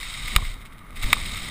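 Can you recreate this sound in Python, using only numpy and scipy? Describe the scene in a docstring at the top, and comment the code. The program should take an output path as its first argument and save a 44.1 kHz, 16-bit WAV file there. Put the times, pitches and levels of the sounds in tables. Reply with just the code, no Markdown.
"""Mountain bike tyres rush and crackle fast through dry leaves, go light for half a second and bite again.
Each snapping leaf is an impulse; together they merge into noise. Bumps shake the rider's camera and its
mount clacks hard twice. Air buffets the camera case, and the trail rumbles up through the frame.
All is heard from inside the case, whose hollow resonances colour the rush, hiss and clicks."""
import sys
import numpy as np
from scipy import signal
from scipy.fft import rfft, irfft
from scipy.io import wavfile
from scipy.ndimage import uniform_filter1d, minimum_filter1d

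SR = 44100
rng = np.random.default_rng(int(sys.argv[2]) if len(sys.argv) > 2 else 0)


def digitize_waveform(pressure):
    """Quantize a signal to 16-bit integers and store it at the path in sys.argv[1].

    Rows of a 2-D input are taken as channels; values are limited to [-1, 1].
    """
    field = np.atleast_2d(pressure).T
    bounded = np.clip(field, -1, 1)
    quanta = np.round(bounded * 32767).astype(np.int16)
    wavfile.write(sys.argv[1], SR, quanta)


N = 66150
T = np.arange(N) / SR

# tyres pressing through the leaves: t/s, level/dB
TYRE_ENVELOPE = [(0, -32), (.2, -34), (.26, -32), (.35, -31), (.39, -37.5), (.52, -39), (.58, -54),
                 (.7, -74), (.82, -79), (.94, -60), (.975, -45), (1.0, -38.5), (1.03, -35), (1.1, -29.5),
                 (1.2, -32.5), (1.5, -33)]
# tyre rush before the case filters it: f/Hz, level/dB
RUSH_SPECTRUM = [(100, 18), (400, -10), (900, 3), (2200, -2), (4000, 6), (8000, 6), (15000, -18.5)]
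# clumps of leaves crushed: t/s, level/dB, Gaussian half-width/s
LEAF_CLUMPS = [(0.281, -26.5, 0.0027), (0.455, -38.5, 0.013), (0.616, -47.5, 0.013), (0.664, -49.5, 0.011),
               (0.73, -48.5, 0.0062), (0.793, -53.5, 0.0047), (0.969, -37, 0.0092), (1.032, -26.5, 0.0053),
               (1.043, -29, 0.0017), (1.265, -29.5, 0.0051), (1.375, -29.5, 0.0039)]
# impacts of the mount: t/s, level/dB, relative ring level/dB, ring band's lower f/Hz, upper f/Hz
MOUNT_CLACKS = [(0.3619, 5.4, 4.9, 1650, 3240), (1.1289, 10.7, 21, 990, 2220)]
# bumps jolting the camera: t/s, level/dB, f/Hz
CAMERA_JOLTS = [(0.361, -3.5, 39), (0.426, -16, 60), (1.041, -15, 27), (1.084, -29, 55), (1.112, -20, 75.4),
                (1.224, -27, 38)]
# dull knocks of the bike: t/s, level/dB, f/Hz
BIKE_KNOCKS = [(0.385, -24.5, 1070), (0.424, -28.5, 1120), (1.167, -24, 1150)]
# twigs and grit striking the bike: t/s, level/dB
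TWIG_TICKS = [(0.46, -34), (.469, -25), (0.499, -43), (.541, -24.5), (0.611, -40), (.653, -30), (.658, -28),
              (.664, -31), (.782, -32), (.790, -34.5), (.906, -31), (.929, -35)]
# air buffeting the case: t/s, level/dB
BUFFET_ENVELOPE = [(0, -36), (.18, -40.5), (.25, -30), (.35, -32), (.41, -31), (.49, -25), (.57, -38),
                   (.8, -50.5), (.96, -39), (1.04, -21), (1.12, -33.5), (1.25, -31.5), (1.38, -35.5),
                   (1.5, -50)]
# buffeting pressure: f/Hz, level/dB
BUFFET_SPECTRUM = [(10, -13), (18, 4.5), (30, 4), (50, -11), (75, -15), (150, -31.5), (400, -58)]
# air hiss before the case filters it: f/Hz, level/dB
HISS_SPECTRUM = [(200, 17.5), (600, 7.5), (1200, 11.5), (2200, -3.5), (4000, -7), (8000, -12.5), (11000, 2),
                 (15000, -5)]
# trail rumble in the frame: t/s, level/dB
RUMBLE_ENVELOPE = [(0, -49), (.3, -43), (.37, -31.5), (.45, -45), (.55, -45.5), (.8, -48), (.98, -42.5),
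                   (1.1, -32.5), (1.2, -38.5), (1.5, -38)]
# frame vibration: f/Hz, level/dB
RUMBLE_SPECTRUM = [(40, 5.5), (80, 0.5), (125, 1.5), (250, -4.5), (400, -15), (700, -16.5), (1100, -17.5),
                   (2500, -38)]
# resonances (+) and dead bands (-) of the case: f/Hz, bandwidth/Hz, gain/dB
CASE_BANDS = [(1210, 126, 10.5), (1698, 100, -6.5), (2133, 268, 23), (3170, 240, 5), (3749, 219, 13),
              (5200, 290, 4.5), (5980, 1160, -12), (6800, 160, 4.5), (8296, 214, 13), (9810, 257, 14.5),
              (12280, 1960, -69), (12160, 5200, -27), (14210, 520, 12.5)]


def tyres():
    """Amplitude modulation: rush and crackle follow the tyre load; crushed clumps add short bursts."""
    rush = from_db(-4.5) * rms_one(case(coloured(RUSH_SPECTRUM))) * flutter(depth_db=2.13, rate_hz=125)
    clumps = sum(from_db(db) * np.exp(-.5 * ((T - t) / width) ** 2) for t, db, width in LEAF_CLUMPS)
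    crunch = rms_one(crackle() + rms_one(case(rng.standard_normal(N))))
    return level(TYRE_ENVELOPE) * (rush + from_db(-7.5) * crackle()) + clumps * crunch


def crackle(snaps_per_s=2000, spread_db=3):
    """Shot noise: dry leaves snap at independent instants, in impulses of uneven size."""
    sizes = from_db(spread_db * np.minimum(rng.exponential(1, N), 5)) * rng.choice([-1, 1], N)
    snaps = rng.random(N) < snaps_per_s / SR
    return rms_one(case(sizes * snaps + 1e-18))


def mount(ring_lag_s=0.00068):
    """Impact excitation: each clack strikes the case, then the heavily damped plastic mount rings."""
    hits, rings = 0, 0
    for t, db, ring_db, low_hz, high_hz in MOUNT_CLACKS:
        hits += from_db(db) * contact(t, grit_db=-17.5)
        plastic = signal.butter(2, [low_hz, high_hz], "band", fs=SR, output="sos")
        rings += from_db(db + ring_db) * signal.sosfilt(plastic, contact(t + ring_lag_s, grit_db=-24))
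    return radiate(case(hits) + rings, hz=357)


def contact(t, grit_db, decay_s=0.0018):
    """Hard contact is an impulse; friction on grit adds a brief tail of noise."""
    grit = from_db(grit_db) * rng.standard_normal(N) * (T > t)
    return click(t) + grit * np.exp(-np.abs(T - t) / decay_s)


def bumps(jolt_cycles=2.87):
    """Damped free vibration: bumps heave the camera for a few slow cycles and make the bike knock."""
    jolts = sum(from_db(db) * mode(click(t), hz, t60_s=jolt_cycles / hz) for t, db, hz in CAMERA_JOLTS)
    knocks = sum(from_db(db) * mode(click(t), hz, t60_s=0.034) for t, db, hz in BIKE_KNOCKS)
    return soften(knocks, hz=1490) - soften(jolts, hz=450)


def twigs():
    """Brief impacts have broad spectra: twigs and grit tick brightly while the tyres run light."""
    ticks = sum(from_db(db) * click(t) for t, db in TWIG_TICKS)
    return case(radiate(ticks, hz=2950))


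def wind():
    """Turbulence: the passing air hisses steadily and buffets the case at low frequencies."""
    hiss = from_db(-50) * rms_one(case(coloured(HISS_SPECTRUM))) * flutter(depth_db=1, rate_hz=65)
    buffet = coloured(BUFFET_SPECTRUM)
    running_rms = np.sqrt(uniform_filter1d(buffet ** 2, int(0.043 * SR)) + 1e-9)
    return hiss + level(BUFFET_ENVELOPE) * buffet / running_rms  # the division evens out random swells


def rumble():
    """Structure-borne sound: rough ground shakes the frame."""
    return level(RUMBLE_ENVELOPE) * coloured(RUMBLE_SPECTRUM)


def case(x, smear_hz=1940):
    """Resonance and group delay: the case lifts or cuts each band and holds it back a little."""
    smear = np.tan(np.pi * smear_hz / SR)  # the lower, the longer the walls smear a click
    for hz, bandwidth, db in CASE_BANDS:
        width = np.tan(np.pi * bandwidth / SR)
        tuning = -2 * np.cos(2 * np.pi * hz / SR)
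        peak = width * from_db(db)
        x = signal.lfilter([1 + peak, tuning, 1 - peak], [1 + width, tuning, 1 - width], x)
        x = signal.lfilter([1 - smear, tuning, 1 + smear], [1 + smear, tuning, 1 - smear], x)  # all-pass
    return x


def mode(x, hz, t60_s):
    """Damped oscillator: a unit impulse starts a sine of height 1 that falls 60 dB in t60_s."""
    decay = from_db(-60 / (t60_s * SR))
    step = 2 * np.pi * hz / SR
    return signal.lfilter([0, np.sin(step)], [1, -2 * decay * np.cos(step), decay * decay], x)


def soften(x, hz):
    """Compliance: a soft contact spreads a blow in time, acting as a low-pass."""
    return signal.lfilter(*signal.butter(1, hz, fs=SR), x)


def radiate(x, hz):
    """Radiation efficiency: small parts give off little bass, acting as a high-pass."""
    return signal.lfilter(*signal.butter(1, hz, "high", fs=SR), x)


def coloured(spectrum):
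    """Spectral shaping: white noise weighted along log frequency, at unit rms."""
    hz, db = np.transpose(spectrum)
    bins_hz = np.maximum(np.arange(N // 2 + 1) * SR / N, 1)
    gain = from_db(np.interp(np.log(bins_hz), np.log(hz), db))
    return rms_one(irfft(rfft(rng.standard_normal(N)) * gain, N))


def flutter(depth_db, rate_hz):
    """Random modulation: a gain wandering by depth_db rms, mostly slower than rate_hz."""
    lowpass = signal.butter(2, rate_hz, fs=SR, output="sos")
    wander = signal.sosfilt(lowpass, rng.standard_normal(2 * N))[N:]
    return from_db(depth_db * rms_one(wander))


def click(t):
    """Unit impulse at time t."""
    return (np.arange(N) == int(t * SR)) + 1e-18


def level(envelope):
    """Gain over time, linear in decibels between points."""
    return from_db(np.interp(T, *np.transpose(envelope)))


def rms_one(x):
    """Normalisation to unit rms."""
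    return x / np.sqrt(np.mean(x ** 2) + 1e-20)


def from_db(db):
    """Amplitude ratio of a level in decibels."""
    return 10 ** (np.asarray(db) / 20)


def scene():
    """Superposition: the sources add in the middle; faint separate draws of rumble and tyres differ slightly
    between left and right."""
    mid = tyres() + wind() + rumble() + mount() + bumps() + twigs()
    side = from_db(-38.5) * rumble() + from_db(-60) * tyres()
    return np.array([mid + side, mid - side])


def record(dry, limiter_s=0.0011, cutoff_hz=15250):
    """Peak limiting: a fast gain dip holds the clacks at full scale; a steep low-pass cuts the top."""
    span = 2 * int(limiter_s * SR / 2) + 3
    allowed_gain = 1 / np.maximum(np.abs(dry).max(axis=0), 1)
    gain = uniform_filter1d(minimum_filter1d(allowed_gain, span), span)
    lowpass = signal.ellip(10, .1, 70, cutoff_hz, fs=SR, output="sos")
    return signal.sosfilt(lowpass, gain * dry)


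dry = scene()
out = record(dry)
digitize_waveform(out)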